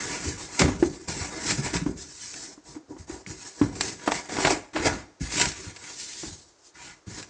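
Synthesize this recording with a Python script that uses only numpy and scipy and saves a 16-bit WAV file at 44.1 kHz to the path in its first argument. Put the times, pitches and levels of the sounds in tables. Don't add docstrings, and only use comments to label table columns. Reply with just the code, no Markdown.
import sys
import numpy as np
from scipy import signal
from scipy.fft import rfft, irfft
from scipy.io import wavfile
from scipy.ndimage import uniform_filter1d

SR = 44100
rng = np.random.default_rng(int(sys.argv[2]) if len(sys.argv) > 2 else 0)


def unload_wav(signal):
    wavfile.write(
        sys.argv[1],
        SR,
        np.round(np.clip(np.atleast_2d(signal).T, -1, 1) * 32767).astype(np.int16),
    )


N = 321533
T = np.arange(N) / SR

CATCH_S, SWELL_DB, FADE_DB = 0.0025, 13, 25


def stroke_shape(swell_s, hold_s, fade_s):
    t = T[:SR]
    swelling = np.maximum(1 - t / max(swell_s, .001), 0)
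    fading = np.maximum(t - swell_s - hold_s, 0) / max(fade_s, .01)
    catch = 1 - np.exp(-t / CATCH_S)
    return catch * undb(-SWELL_DB * swelling - FADE_DB * fading)


# start in seconds, swell in seconds,
# hold in seconds, fade in seconds, wrap hiss in dB, card scrape in dB, edge over scrape in dB,
# wall bending in dB. Levels are relative within a layer.
HAND_STROKES = [(0.0, 0.001, 0.18, .45, -37.5, -41.5, 5.5, -45.5),
                (0.203, 0.074, 0.022, 0.12, -34.5, -47, 1, -34),
                (0.36, 0.034, 0.04, .15, -40, -52.5, 6, -49), (0.478, 0.11, 0.0061, .05, -37, -45, 7, -52),
                (0.589, .005, 0.012, 0.07, -26, -31, 10, -23),
                (0.605, 0.012, 0.0075, .17, -32, -30, 2, -18.5),
                (0.782, 0.022, 0.067, .12, -44.5, -54, 4, -33.5),
                (0.92, 0.011, 0.013, 0.31, -48.5, -55.5, 6, -47),
                (1.074, 0.015, 0.031, .28, -35.5, -40.5, -0.5, -35.5),
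                (1.161, 0.038, 0.022, .3, -37, -41, 4.5, -51),
                (1.295, .02, 0.11, .2, -44.5, -40.5, -2, -48),
                (1.397, .11, .012, .12, -29.5, -39.5, 2.5, -33.5),
                (1.567, 0.016, 0.0092, .15, -39, -41.5, 1, -29.5),
                (1.622, 0.034, 0.013, .15, -35, -41.5, 9, -37),
                (1.728, .006, 0.027, 0.16, -36.5, -43.5, 9.5, -32),
                (1.844, 0.016, 0.012, .18, -51, -51, -9, -30.5),
                (1.958, 0.038, 0.017, 0.29, -43.5, -58, 6.5, -52),
                (2.054, 0.15, 0.25, 0.13, -41, -67, 14.5, -59),
                (2.267, 0.059, 0.21, 0.035, -51, -52.5, -3, -60),
                (2.638, 0.044, 0.053, 0.075, -49, -52.5, -6, -59),
                (2.738, 0.012, 0.006, .07, -54, -46.5, -7, -53),
                (2.881, 0.022, 0.013, 0.12, -58.5, -46, -30, -51),
                (2.971, 0.018, 0.012, .1, -53.5, -60, 1.5, -55),
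                (3.069, 0.029, 0.042, 0.17, -46, -45.5, -3.5, -57),
                (3.26, 0.011, 0.048, .15, -44, -53.5, 6, -44.5),
                (3.36, 0.056, 0.066, .25, -43, -53, 5, -63),
                (3.556, 0.041, .005, .08, -44.5, -45.5, -4, -57),
                (3.617, 0.0072, 0.012, 0.44, -48, -42, -5, -36),
                (3.75, 0.0058, 0.039, .1, -46.5, -52, 0, -51),
                (3.797, 0.0079, 0.078, .18, -36.5, -45.5, 3.5, -41.5),
                (3.985, 0.034, 0.033, .1, -47.5, -50, 6.5, -52),
                (4.058, 0.0039, 0.017, .1, -39, -39, -1, -50),
                (4.107, 0.0063, 0.036, .2, -36, -43, 8.5, -44),
                (4.287, 0.15, 0.076, 0.12, -31, -30, 1.5, -35),
                (4.731, 0.029, 0.067, 0.1, -41.5, -31.5, -0.5, -58),
                (4.815, 0.042, 0.014, .15, -31, -26.5, 0, -28.5),
                (5.197, 0.024, 0.18, .15, -38.5, -48, 6.5, -58),
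                (5.299, 0.089, 0.034, 0.19, -28.5, -39.5, 9.5, -34),
                (5.552, 0.018, 0.13, .1, -45.5, -59, 14.5, -48),
                (5.756, 0.097, 0.047, .2, -42.5, -53, 10.5, -63),
                (5.892, 0.11, 0.28, .24, -39.5, -56, 2, -61),
                (6.23, 0.011, 0.038, 0.17, -60, -50.5, -9, -45),
                (6.576, 0.086, 0.015, .1, -55, -74, 2, -86),
                (6.736, 0.086, 0.072, 0.11, -47, -55.5, 12, -52.5),
                (7.06, 0.016, 0.049, .1, -50, -56.5, 5.5, -48.5),
                (7.096, 0.057, 0.037, 0.13, -42, -49, 5.5, -42.5)]
HUM_FROM_SCRAPE_DB, HUM_FROM_WALLS_DB = -2.5, -5


def stroke_gains():
    power = np.zeros((4, N))
    for start_s, swell_s, hold_s, fade_s, hiss_db, scrape_db, edge_db, bend_db in HAND_STROKES:
        shape = stroke_shape(swell_s, hold_s, fade_s)
        levels_db = (hiss_db, scrape_db, scrape_db + edge_db, bend_db)
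        for layer, db in zip(power, levels_db):
            add(layer, start_s, (undb(db) * shape) ** 2)
    hiss, scrape, edge, flex = np.sqrt(power)
    hum = np.hypot(undb(HUM_FROM_SCRAPE_DB) * scrape, undb(HUM_FROM_WALLS_DB) * flex)
    return hiss, scrape, edge, hum, flex


# frequency in Hz, level in dB.
WRAP_SPECTRUM = [(2120, -21), (3600, -11.5), (5370, -1.5), (7300, 0), (7980, -2.5), (9450, -17),
                 (12300, -47.5), (20800, -120)]
FOAM_SPECTRUM = [(1710, -22), (2900, -10), (3230, -8), (4520, -3), (4950, -1.5), (5350, -0.5), (7270, 1.5),
                 (8230, -4), (9450, -14.5), (12300, -65), (20800, -120)]
CARD_SPECTRUM = [(240, -14.5), (400, -3), (443, -5.5), (657, -4), (712, -2), (773, -4), (846, 1),
                 (975, -11), (1080, -7), (1220, -9.5), (1720, -7), (2260, -6), (2500, -9.5), (3160, -16),
                 (4500, -17), (5850, -34), (9900, -120)]
CREASE_SPECTRUM = [(880, -31.5), (1500, 3), (2550, 4), (3120, -5.5), (3340, -4.5), (5680, -3),
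                   (6630, -11.5), (7560, 2.5), (9450, -23.5), (12300, -54.5), (20800, -120)]
WALL_SPECTRUM = [(22, -27.5), (45, 0.5), (80, 1.5), (150, 4), (220, -2.5), (330, -16.5), (600, -44)]
# frequency in Hz, level in dB, t60 in seconds.
PANEL_MODES = [(479, -9, .09), (524, -9, .09), (646, -10, .08), (758, -9, .08), (962, -1, .08),
               (1157, -12, .05), (1437, -8, .06), (1685, -7, .06), (2007, -8, .06)]
HOLLOW_MODES = [(295.4, -7, 0.14), (323.2, 3.5, 0.059), (376, 0.5, 0.06)]
FOAM_FROM_S = 4.6


def rubbing(edge_hz=1250, firm_db=-32, crumple_db=-3, crumple_growth=0.69):
    hiss, scrape, edge, hum, flex = stroke_gains()
    grip_db = 1.0 * walk(45) + 0.66 * walk(170)
    t = T[:SR // 5]

    film = slips(rate=17000, spread_db=1.5) + undb(-12.5) * slips(rate=290, spread_db=5)
    on_wrap = unit(colour(film, WRAP_SPECTRUM))
    on_foam = unit(colour(film, FOAM_SPECTRUM))
    slide = np.where(T < FOAM_FROM_S, on_wrap, on_foam)
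    crumple = unit(colour(slips(rate=3500, spread_db=1), CREASE_SPECTRUM))
    crumple *= (hiss / undb(firm_db)) ** crumple_growth
    wrap = (slide + undb(crumple_db) * crumple) * hiss * undb(-1 + 1.41 * grip_db)

    fibres = slips(rate=2600, spread_db=1.0)
    ringing = unit(convolve(fibres, ring(PANEL_MODES, t)))
    board = unit(colour(fibres, CARD_SPECTRUM)) + undb(-2) * ringing
    low_pass = signal.butter(4, edge_hz, "low", fs=SR, output="sos")
    high_pass = signal.butter(4, edge_hz, "high", fs=SR, output="sos")
    dull = unit(signal.sosfilt(low_pass, board))
    sharp = unit(signal.sosfilt(high_pass, board))
    card = dull * scrape * undb(-2.8 + 1.17 * grip_db)
    card += sharp * edge * undb(-3.4 + 1.3 * grip_db)

    hollow = unit(convolve(slips(rate=900, spread_db=-1.0), ring(HOLLOW_MODES, t)))
    hollow *= hum * undb(0.7 + grip_db)
    walls = unit(colour(slips(rate=300, spread_db=-2.0), WALL_SPECTRUM))
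    walls *= flex * undb(-4.5 + grip_db)
    return wrap + card + hollow + walls


def bending(x, depth_db=2.5, size=1024, count=5):
    spectra = signal.stft(x, nperseg=size)[2]
    chance = rng.standard_normal(spectra.shape)
    across_bands = uniform_filter1d(chance, count, axis=0)
    drift = unit(uniform_filter1d(across_bands, count, axis=1))
    gain = unit(undb(depth_db * drift))
    return signal.istft(spectra * gain, nperseg=size)[1][:N]


def board_ring(t, spot_db=4, detune=0.02):
    chance = rng.standard_normal((len(PANEL_MODES), 2))
    modes = []
    for (hz, db, t60), (a, b) in zip(PANEL_MODES, chance):
        modes.append((hz * (1 + detune * a), db + spot_db * b, t60))
    return ring(modes, t)


# start in seconds, relative level in dB, pitch of the hollow in Hz,
# hardness in dB, length of the push in seconds.
FLAP_KNOCKS = [(0.251, -32, 290, 0, 0.00072), (0.602, -16, 270, -19, 0.00053),
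               (0.623, -22, 290, -0.5, 0.00065), (0.678, -21.5, 247, 5, 0.0068),
               (0.825, -5, 340, -9.5, 0.0012), (1.861, -16, 288, -9.5, 0.0022),
               (2.577, -38.5, 300, -4, 0.00059), (2.68, -49, 328, -7, 0.0063),
               (2.759, -30.5, 307, -11, 0.0075), (2.904, -31, 307, -25, 0.0075),
               (2.965, -38, 320, 0.5, 0.00068), (3.097, -26.5, 327, -6.5, 0.00094),
               (3.613, -6.5, 291, -11, 0.0015), (4.075, -14.5, 304.4, 6, 0.00097),
               (4.385, -19.5, 290, 1, 0.00085), (4.744, -25.5, 317, -15, 0.046),
               (6.233, -27, 323, -3, 0.0011)]


def knocks(hollow_db=-1.0, board_db=-2.0, crunch_db=-5, boom_s=0.0097, damp_s=0.011):
    out, t = np.zeros(N), T[:SR // 4]
    crunch_spectrum = [(150, -14.0), (400, -3), (1000, 3), (2200, -12.0), (5000, -26.5)]  # Hz, dB
    for s, db, hz, hard_db, push_s in FLAP_KNOCKS:
        swell = 1 - np.exp(-(t / max(push_s, .0003)) ** 2)
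        boom = swell * np.exp(-t / boom_s) * np.sin(2 * np.pi * hz * t)
        crunch = unit(colour(slips(rate=8100, spread_db=5.0, size=len(t)), crunch_spectrum))
        struck = peak(board_ring(t)) + undb(crunch_db) * crunch
        clack = struck * np.exp(-t / damp_s) * swell
        knock = undb(hollow_db) * peak(boom) + undb(board_db + hard_db) * peak(clack)
        add(out, s, undb(db) * knock)
    return out


# start in seconds, relative level in dB,
# board-to-crack balance in dB, decay constant in seconds.
CREASE_SNAPS = [(0.593, -5, -9, 0.0071), (0.617, -5.5, 9, 0.0068), (0.657, -14.5, 10, 0.0051),
                (1.084, -18, -2.5, 0.0048), (1.507, -13.5, -10, 0.02), (1.662, -20.5, 13, 0.011),
                (1.74, -16.5, -5, 0.013), (1.764, -18, -20, 0.012), (2.34, -24, -16, 0.0039),
                (3.753, -28.5, -5, 0.013), (3.809, -5.5, -9, 0.0047), (3.877, -24, -14, 0.02),
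                (4.119, -11, 18, 0.0048), (4.293, -26, 12, 0.0069), (4.321, -26, 2, 0.0058),
                (4.367, -17, 13, 0.0071), (4.448, -6.5, 17, 0.013), (4.471, -8, 11, 0.012),
                (4.505, -7.5, -3, 0.011), (4.76, -15, 14.5, 0.012), (4.86, -15.5, 2, 0.011),
                (4.881, -15.5, 5, 0.0051), (5.398, -8, -5, 0.0068), (5.414, -7.5, -21, 0.0088),
                (5.455, -10.5, -7.5, 0.0056), (5.517, -19, -12, 0.0053), (5.576, -38, 17, 0.0056),
                (5.762, -26.5, -10, 0.0073), (7.227, -27, -14, 0.0079)]


def snaps(crease_db=-9, board_db=-7.0, rise_s=0.00022):
    out, t = np.zeros(N), T[:SR // 6]
    for s, db, body_db, decay_s in CREASE_SNAPS:
        breaks = slips(rate=8000, spread_db=4.0, size=len(t))
        avalanche = peak((1 - np.exp(-t / rise_s)) * np.exp(-t / max(decay_s, .001)))
        crack = undb(crease_db) * unit(colour(breaks, CREASE_SPECTRUM))
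        body = undb(board_db + body_db) * unit(colour(breaks, CARD_SPECTRUM))
        add(out, s, undb(db) * avalanche * (crack + body) / np.hypot(1, undb(body_db)))
    return out


# start in seconds, relative level in dB, pitch in Hz.
PANEL_BUMPS = [(0.268, -24.5, 84), (0.614, -13, 168.4), (0.633, -15, 81.6), (0.655, -19, 200),
               (1.081, -27.5, 98.5), (1.209, -26.5, 90), (1.52, -25, 176), (1.584, -17.5, 134.5),
               (1.655, -33, 80), (1.741, -34, 85), (1.816, -19.5, 166), (1.882, -28, 97.7),
               (2.997, -35, 88.4), (3.122, -35, 65.4), (3.267, -35, 180), (3.615, -21, 85),
               (3.636, -18, 113), (4.077, -29.5, 191), (4.451, -22, 156), (5.208, -19.5, 156.3),
               (5.222, -21.5, 63.7), (5.466, -28, 72), (5.668, -30.5, 100), (6.227, -33, 160),
               (6.318, -35.5, 93.8), (7.07, -30, 109), (7.115, -34, 104)]


def bumps(level_db=-2, decay_s=0.01, push_s=0.0074, overtone=1.68, overtone_db=-6):
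    out, t = np.zeros(N), T[:SR // 4]
    for s, db, hz in PANEL_BUMPS:
        swing = np.sin(2 * np.pi * hz * t)
        swing += undb(overtone_db) * np.sin(2 * np.pi * hz * overtone * t)
        envelope = (1 - np.exp(-t / push_s)) * np.exp(-t / decay_s)
        add(out, s, undb(db + level_db) * peak(swing * envelope))
    return out


# start in seconds, relative level in dB, pitch in Hz.
NAIL_TICKS = [(3.264, -26, 2210)]


def ticks(level_db=-1, decay_s=0.0013, partner=0.76):
    out, t = np.zeros(N), T[:SR // 20]
    for s, db, hz in NAIL_TICKS:
        pair = np.sin(2 * np.pi * hz * t) - 0.19 * np.sin(2 * np.pi * hz * partner * t)
        add(out, s, undb(db + level_db) * peak(pair * np.exp(-t / decay_s)))
    return out


# delay in seconds, level in dB before colouring.
EARLY_ECHOES = [(.0065, -31.5), (0.023, -18), (0.05, -22), (.053, -27)]


def garage(x, t60=0.44, tail_db=-12, build_s=0.0061):
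    t = T[:SR]
    decay = np.exp(-np.log(1000) * t / t60)
    tail = rng.standard_normal(SR) * decay * (1 - np.exp(-t / build_s))
    response = undb(tail_db) * tail / np.sqrt(np.sum(tail ** 2))
    for s, db in EARLY_ECHOES:
        response[int(s * SR)] += undb(db)
    return x + colour(convolve(x, response), [(60, 0.5), (300, 1), (1500, -2), (8000, -11.0)])


# frequency in Hz, level in dB.
GARAGE_SPECTRUM = [(25, -5.5), (100, -6), (220, -14.5), (315, 5), (420, 1), (1500, -5.5), (3200, -17),
                   (6500, -10.5), (9500, -25)]
AMBIENCE_DB = -62


def ambience():
    return undb(AMBIENCE_DB) * unit(colour(rng.standard_normal(N), GARAGE_SPECTRUM))


def slips(rate, spread_db, size=N):
    chance, strength = rng.random(size), rng.standard_normal(size)
    sign = rng.choice([-1, 1], size)
    gain = undb(spread_db * np.clip(strength, -3, 2.5))
    return unit((chance < rate / SR) * sign * gain)


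def walk(rate):
    steps = rng.standard_normal(4096)
    return unit(np.interp(T * rate, np.arange(len(steps)), steps))


def ring(modes, t):
    return sum(undb(db - 60 * t / t60) * np.sin(2 * np.pi * hz * t) for hz, db, t60 in modes)


def colour(x, points, size=4096):
    hz, db = np.transpose(points)
    grid = np.maximum(np.arange(size // 2 + 1) * SR / size, 1)
    gain = undb(np.interp(np.log(grid), np.log(hz), db))
    cepstrum = irfft(np.log(gain))
    cepstrum[1:size // 2] *= 2
    cepstrum[size // 2 + 1:] = 0
    return convolve(x, irfft(np.exp(rfft(cepstrum))))


def convolve(x, response):
    return signal.fftconvolve(x.ravel(), response)[:x.size].reshape(x.shape)


def undb(db):
    return 10 ** (np.asarray(db) / 20)


def unit(x):
    return x / np.sqrt(np.mean(x ** 2))


def peak(x):
    return x / np.abs(x).max()


def add(track, s, sound):
    i = max(int(s * SR), 0)
    track[i:i + len(sound)] += sound[:max(N - i, 0)]


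def scene():
    handling = bending(rubbing()) + knocks() + snaps() + bumps() + ticks()
    return (garage(handling) + ambience())[None]


def record(dry, top_hz=9500):
    heard = colour(dry, [(20, -17.0), (45, 1.5), (2400, -1), (3200, 0.5), (4200, 2.5), (7500, 0.5), (9300, -4)])
    return signal.sosfilt(signal.ellip(10, .2, 70, top_hz, fs=SR, output="sos"), heard)


dry = scene()
out = record(dry)
unload_wav(out)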